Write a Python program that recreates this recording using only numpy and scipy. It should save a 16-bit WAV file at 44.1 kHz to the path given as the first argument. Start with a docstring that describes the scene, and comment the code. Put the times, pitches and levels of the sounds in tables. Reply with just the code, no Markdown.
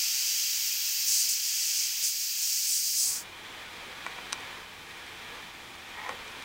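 """Compressed air hisses from a blow gun over a foil-backed repair on a plastic headlight housing;
the turbulent jet splashes on the repair and flares where it catches an edge.
At about 3 s the hiss fades into the steady rush and hum of a workshop's fans and machines.
Then fingers pick at the foil: it buckles in snaps, taps ring the housing's modes, hands rub it,
and near 6 s a fingertip scrapes along it by stick-slip friction."""
import sys
import numpy as np
from scipy import signal
from scipy.fft import rfft, irfft
from scipy.io import wavfile

SR = 44100
rng = np.random.default_rng(int(sys.argv[2]) if len(sys.argv) > 2 else 0)


def master(y):
    """Save y as 16-bit WAV."""
    cut = np.clip(np.atleast_2d(y).T, -1, 1)
    pcm = np.round(cut * 32767)  # scale
    wavfile.write(sys.argv[1], SR, pcm.astype(np.int16))


N = 284004
T = np.arange(N) / SR
HZ = np.fft.rfftfreq(N, 1 / SR)


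def gain_of(db):
    """Amplitude ratio of a level in decibels."""
    return 10 ** (np.asarray(db) / 20)


def unit_rms(x):
    """Normalisation to rms 1."""
    return x / np.sqrt(np.mean(x ** 2) + 1e-20)


def colour(points):
    """Spectral envelope in dB, interpolated over log frequency."""
    hz, db = np.transpose(points)
    return np.interp(np.log(HZ + 1), np.log(hz), db)


def resonances(peaks, width_hz):
    """Narrow resonances as Lorentzian bumps on a dB spectrum."""
    return sum(db / (1 + (2 * (HZ - hz) / width_hz) ** 2) for hz, db in peaks)


def noise(spectrum_db):
    """Spectrally shaped Gaussian noise of rms 1."""
    return unit_rms(irfft(rfft(rng.standard_normal(N)) * gain_of(spectrum_db), N))


def drift(rate_hz):
    """Slow random modulation: low-pass noise of rms 1."""
    return noise(-10 * np.log10(1 + (HZ / rate_hz) ** 4))


def band(x, low_hz, top_hz):
    """A gentle Butterworth band-pass."""
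    return signal.sosfilt(signal.butter(2, [low_hz, top_hz], "band", fs=SR, output="sos"), x)


def stroke(start_s, length_s, attack_s, release_s):
    """Smooth envelope within 0 to 1: attack from the start, release after the length."""
    edge = np.clip(np.minimum((T - start_s) / attack_s, 1 - (T - start_s - length_s) / release_s), 0, 1)
    return edge * edge * (3 - 2 * edge)


def add(mix, start_s, sound):
    """Superposition of a sound on the mix."""
    part = mix[round(start_s * SR):][:len(sound)]
    part += sound[:len(part)]


def ring(modes):
    """Impulse response as a sum of damped modes."""
    t = T[:SR // 8]
    return sum(gain_of(db - 60 * t / t60_s) * np.sin(2 * np.pi * hz * t) for hz, db, t60_s in modes)


def reflections(level_db, t60_s, top_hz, count=150):
    """Transfer function of the direct sound plus scattered, dulled echoes from 8 ms on."""
    delay_s = rng.random(count) * t60_s / 2
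    sign = rng.choice([-1, 1], count)
    echoes = np.zeros(N)
    echoes[((delay_s + .008) * SR).astype(int)] = sign * np.exp(-np.log(1000) * delay_s / t60_s)
    return 1 + gain_of(level_db) * rfft(echoes) / np.linalg.norm(echoes) / (1 + 1j * HZ / top_hz)


def side_rumble(level_db=-76.5):
    """Faint low noise that gives width when fed to the two channels in antiphase."""
    return noise(colour([(10, -6), (30, -2), (100, -14), (400, -32), (1200, -41.5)])) * gain_of(level_db)


def motor_hum():
    """Motor tones waver by random phase and amplitude modulation."""
    # hum partials: pitch_hz, level_db
    partials = [(87, -67), (179, -70.5), (339, -69.5)]
    hum = np.zeros(N)
    for hz, db in partials:
        tone = unit_rms(np.cos(2 * np.pi * hz * T + 1.6 * drift(rate_hz=4.3)))
        hum += gain_of(db) * tone * gain_of(1.7 * drift(rate_hz=5))
    return hum


def fans(rest_db=-45.5):
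    """Broadband noise of fans and machines, coloured by resonances and echoes, slowly swelling."""
    # spectrum of the rush: frequency_hz, density_db
    spectrum = [(8, -18), (24, -2.5), (140, -3.5), (330, -1), (500, -4), (640, -3), (950, 1.5),
                (1400, -1.5), (2400, 2), (2800, -3), (3400, -.5), (4600, -7.5), (9000, -15.5),
                (12000, -19.5), (15800, -19)]
    # its narrow resonances: frequency_hz, lift_db
    peaks = [(444, 7), (495, 4), (791, 3.5), (937, 3.5), (1002, -2), (1175, 5.5), (1214, 2.5), (1478, 6.5),
             (1672, 7), (1811, 4), (1890, 6.5), (2159, 1), (2288, 4.5), (2358, 5.5), (2396, 6.5), (2436, 5),
             (2770, 0), (3068, 10.5), (3243, 6.5), (3305, 4), (3480, 5), (3529, 5), (3739, -1), (3916, 6.5),
             (4810, 6.5)]
    # its swells, which may overlap: start_s, length_s, lift_db
    swells = [(3.25, 1.27, 2.5), (3.8, 0.68, 1.75), (4.78, 0.59, 2.5), (5.706, 0.8, 3)]
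    echoes_db = 20 * np.log10(abs(reflections(level_db=-7.5, t60_s=.2, top_hz=4030)))
    rush = noise(colour(spectrum) + resonances(peaks, width_hz=14.4) + echoes_db) * gain_of(rest_db)
    swell_db = sum(db * stroke(s, length, attack_s=0.38, release_s=0.17) for s, length, db in swells)
    # the midrange swells most; rumble and top hiss follow only in part
    middle = irfft(rfft(rush) / (1 + (np.log(HZ / 1700 + 1e-9) / 1.1) ** 4), N)
    rush = middle * gain_of(swell_db) + (rush - middle) * gain_of(0.3 * swell_db)
    return rush * gain_of(0.35 * drift(rate_hz=20))


def hand_rubs():
    """Sliding friction of hands on the housing: dull, uneven noise that follows the pressure."""
    # spectrum of a rub: frequency_hz, density_db
    spectrum = [(60, -12), (170, -12), (260, -4), (380, -3), (500, 5.5), (650, -11), (1050, -7),
                (1600, -15), (4000, -34)]
    # hand movements: start_s, length_s, level_db
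    rubs = [(3.777, 0.11, -54), (4.14, 0.44, -60), (5.25, 0.1, -54), (6.045, 0.058, -45.5),
            (6.1, 0.22, -58)]
    pressure = sum(gain_of(db) * stroke(s, length, attack_s=0.058, release_s=0.086)
                   for s, length, db in rubs)
    return noise(colour(spectrum)) * pressure * gain_of(drift(rate_hz=34))


def fingertip_scrape(slips_per_s=900, level_db=-41.5):
    """Stick-slip friction: random slips excite the housing as a fingertip presses, then slides off."""
    # resonances of the scrape: frequency_hz, width_hz, gain_db
    peaks = [(870, 230, -0.5), (988, 91, -5), (1266, 88, -3), (1915, 130, -1.5), (2090, 220, -3)]
    slips = rng.standard_normal(N) * (rng.random(N) < slips_per_s / SR)
    body = sum(gain_of(db) / (1 + 2j * (HZ - hz) / width) ** 2 for hz, width, db in peaks)
    pressure = stroke(start_s=5.915, length_s=0.14, attack_s=0.09, release_s=0.13)
    return unit_rms(irfft(rfft(slips) * body, N)) * gain_of(level_db) * pressure


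def housing_taps():
    """Impacts excite the plastic shell's modes; a softer contact low-passes the blow."""
    # modes of the housing: frequency_hz, relative_db, t60_s
    modes = [(535, -24, 0.062), (810, -24, 0.027), (1093, 3, 0.025), (1440, 0.5, 0.018), (1920, 4.5, 0.014),
             (2300, 3.5, 0.02), (6500, -5, .008), (9300, -13, .006)]
    # finger knocks: start_s, peak_db, cutoff_hz
    taps = [(4.065, -18.5, 5000), (4.071, -30, 1200), (4.1825, -34, 2000), (4.1866, -28, 1500),
            (4.3294, -24.5, 1200), (6.0497, -30, 6000), (6.0705, -33, 1200), (6.0922, -46, 5000),
            (6.0932, -20, 1000)]
    body = band(ring(modes), low_hz=600, top_hz=12000)  # a thin shell radiates little bass
    out = np.zeros(N)
    for start_s, peak_db, cutoff_hz in taps:
        pole = np.exp(-2 * np.pi * cutoff_hz / SR)
        knock = signal.lfilter([1 - pole], [1, -pole], body)
        add(out, start_s, gain_of(peak_db) * knock / abs(knock).max())
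    return out


def foil_snaps():
    """Buckling of the peeled foil excites bright, heavily damped modes."""
    # modes of the foil: frequency_hz, relative_db, t60_s
    modes = [(1700, -27, 0.004), (2520, -19, 0.0037), (3900, 1, 0.0076), (5000, 5.5, 0.0033),
             (5400, -15, 0.012), (5960, -5, 0.017), (6260, 0, 0.0059), (8080, 2.5, 0.0056),
             (8900, -20, .014), (9600, -20, .003)]
    # buckling events: start_s, peak_db
    snaps = [(3.598, -41), (4.0647, -33), (4.3247, -21), (4.329, -11.5), (4.3297, -13.5), (4.3305, -24),
             (4.4055, -31.5), (5.066, -39), (5.903, -39), (6.092, -27.5), (6.0933, -30), (6.2798, -32),
             (6.424, -31)]
    snap = band(ring(modes), low_hz=815, top_hz=9600)
    out = np.zeros(N)
    for start_s, peak_db in snaps:
        add(out, start_s, gain_of(peak_db) * snap / abs(snap).max())
    return out


def flutter(drive_db=-51.0, decay_s=0.0012):
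    """A band-limited pulse train: faint, soft ticks under the hiss, one in five coming early."""
    timing, sizes, sides = rng.random((80, 3)).T
    times_s = np.cumsum(np.where(timing < .2, .032, .0427))
    tick = np.exp(-T[:SR // 30] / decay_s)
    out = np.zeros(N)
    for start_s, size, side in zip(times_s, sizes, sides):
        add(out, start_s, np.sign(side - .5) * tick * gain_of(drive_db + 2.6 * size))
    return band(out, low_hz=78, top_hz=850)


def free_jet(hollows_db, flare_db):
    """Turbulent mixing noise: a rush coloured by the housing's hollows, and a high nozzle hiss."""
    # spectrum of the rush: frequency_hz, density_db
    rush_spectrum = [(20, -50), (70, -32.5), (300, -33.5), (550, -24.5), (700, -24.5), (860, -18),
                     (1150, -19), (1600, -10.5), (2050, -6.5), (2450, 0), (3200, 0.4), (3550, -3.5),
                     (4150, -4.5), (4700, -46)]
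    # spectrum of the nozzle hiss: frequency_hz, density_db
    nozzle_spectrum = [(7000, -31.5), (10500, -10), (11500, -7.5), (12600, -4), (13700, 1.5), (15850, 0),
                       (16200, -50)]
    # course of the jet: time_s, rush_relative_db, nozzle_relative_db
    course = [(0.0, -41, -39), (1.19, -43, -37), (1.43, -44, -40), (1.77, -42.5, -40), (1.96, -44, -41.5),
              (2.04, -42.5, -38.5), (2.12, -47.5, -40.5), (2.43, -44.5, -39), (3.02, -48, -39)]
    time_s, rush_db, nozzle_db = np.transpose(course)
    rush = noise(colour(rush_spectrum) + hollows_db) * gain_of(2 + np.interp(T, time_s, rush_db))
    nozzle_gain = gain_of(1.5 + np.interp(T, time_s, nozzle_db) + 0.15 * flare_db)
    return rush + noise(colour(nozzle_spectrum)) * nozzle_gain


def splash(hollows_db, flare_db, fine_flare_db, base_db=-30.5, sag_db_per_s=1.4):
    """Impingement noise of the jet on the repair: it sinks slowly while its fine top gains in share."""
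    # spectrum of the splash: frequency_hz, density_db
    spectrum = [(2000, -48), (3700, -15), (4300, -7), (4570, 0), (5200, 0.5), (6500, .5), (7300, -3),
                (8000, -4), (8700, -9.5), (9450, -7.5), (10300, -13.5), (11200, -21), (16000, -22)]
    bottom_hz, fine_hz, fine_rise_db_per_s = 5470, 7450, 0.88
    shape_db = colour(spectrum) + hollows_db
    fine_share = np.clip(1 / (1 + (fine_hz / (HZ + 1)) ** 20), 1e-6, 1 - 1e-6)
    coarse = noise(shape_db + 10 * np.log10(1 - fine_share))
    bottom = irfft(rfft(coarse) / (1 + (HZ / bottom_hz) ** 20), N)
    fine = noise(shape_db + 10 * np.log10(fine_share))
    fine *= gain_of(-9.5 + fine_rise_db_per_s * T + fine_flare_db)
    # an edge sheds finer eddies, which lift the top more than the bottom
    hiss = bottom * gain_of(0.61 * flare_db) + (coarse - bottom + fine) * gain_of(flare_db)
    waver_db = 0.29 * drift(rate_hz=70) + 0.35 * drift(rate_hz=9.9)
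    return hiss * gain_of(base_db - sag_db_per_s * T + waver_db)


def blow_gun():
    """The jet and its splash excite the housing's cavity resonances and flare at the repair's edges."""
    # the jet catching an edge: start_s, rise_s, length_s, lift_db, extra_fine_db
    flares = [(-0.05, 0.04, 0.43, 0.5, 1), (1.062, 0.018, 0.15, 6, 3), (1.28, 0.012, 0.022, 7, 2),
              (1.42, 0.05, 0.42, 2.5, 1), (1.74, 0.06, 0.06, 2.5, -1), (1.999, 0.05, 0.055, 5.5, 3),
              (2.36, 0.072, 0.79, 4, 0.9), (2.62, 0.09, 0.14, 0.9, 4), (2.94, 0.06, 0.28, 3, 5)]
    # cavity resonances in the air stream: frequency_hz, lift_db
    cavities = [(2272, 3), (2670, 4), (3208, 4.5), (3284, 4), (4011, 6), (4081, 5), (4225, 5), (4572, 2.5),
                (4657, 4.5), (5060, 5), (5584, 2.5), (6348, 1), (6638, 1), (7483, 4.5), (7903, 4),
                (8215, 2.5), (8398, 4), (8823, 3), (9053, 4), (9390, 9), (10126, 7)]
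    flare_db, fine_flare_db = np.zeros(N), np.zeros(N)
    for start_s, rise_s, length_s, lift_db, extra_fine_db in flares:
        caught = stroke(start_s, length_s, rise_s, release_s=0.08)
        flare_db += lift_db * caught
        fine_flare_db += extra_fine_db * caught
    echoes_db = 20 * np.log10(abs(reflections(level_db=-14.5, t60_s=.08, top_hz=9000)))
    hollows_db = resonances(cavities, width_hz=31) + echoes_db
    return free_jet(hollows_db, flare_db) + splash(hollows_db, flare_db, fine_flare_db)


def scene(fade_start_s=2.949, fade_length_s=0.3):
    """An equal-power crossfade from the air to the workshop; all is centred but the side rumble."""
    echoes = reflections(level_db=-20.0, t60_s=.05, top_hz=7000)
    touches = irfft(rfft(housing_taps() + foil_snaps()) * echoes, N)
    fade = np.pi / 2 * np.clip((T - fade_start_s) / fade_length_s, 0, 1)
    blowing = (blow_gun() + flutter()) * np.cos(fade)
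    workshop = (fans() + motor_hum() + fingertip_scrape() + hand_rubs()) * np.sin(fade)
    side = side_rumble() * np.sin(fade)
    mid = blowing + workshop + touches
    return np.array([mid + side, mid - side])


def record(dry):
    """Band limiting by a steep linear-phase low-pass."""
    low_pass = signal.firwin(1023, cutoff=15850, window=("kaiser", 9), fs=SR)
    return signal.oaconvolve(dry, low_pass[None], "same")


dry = scene()
out = record(dry)
master(out)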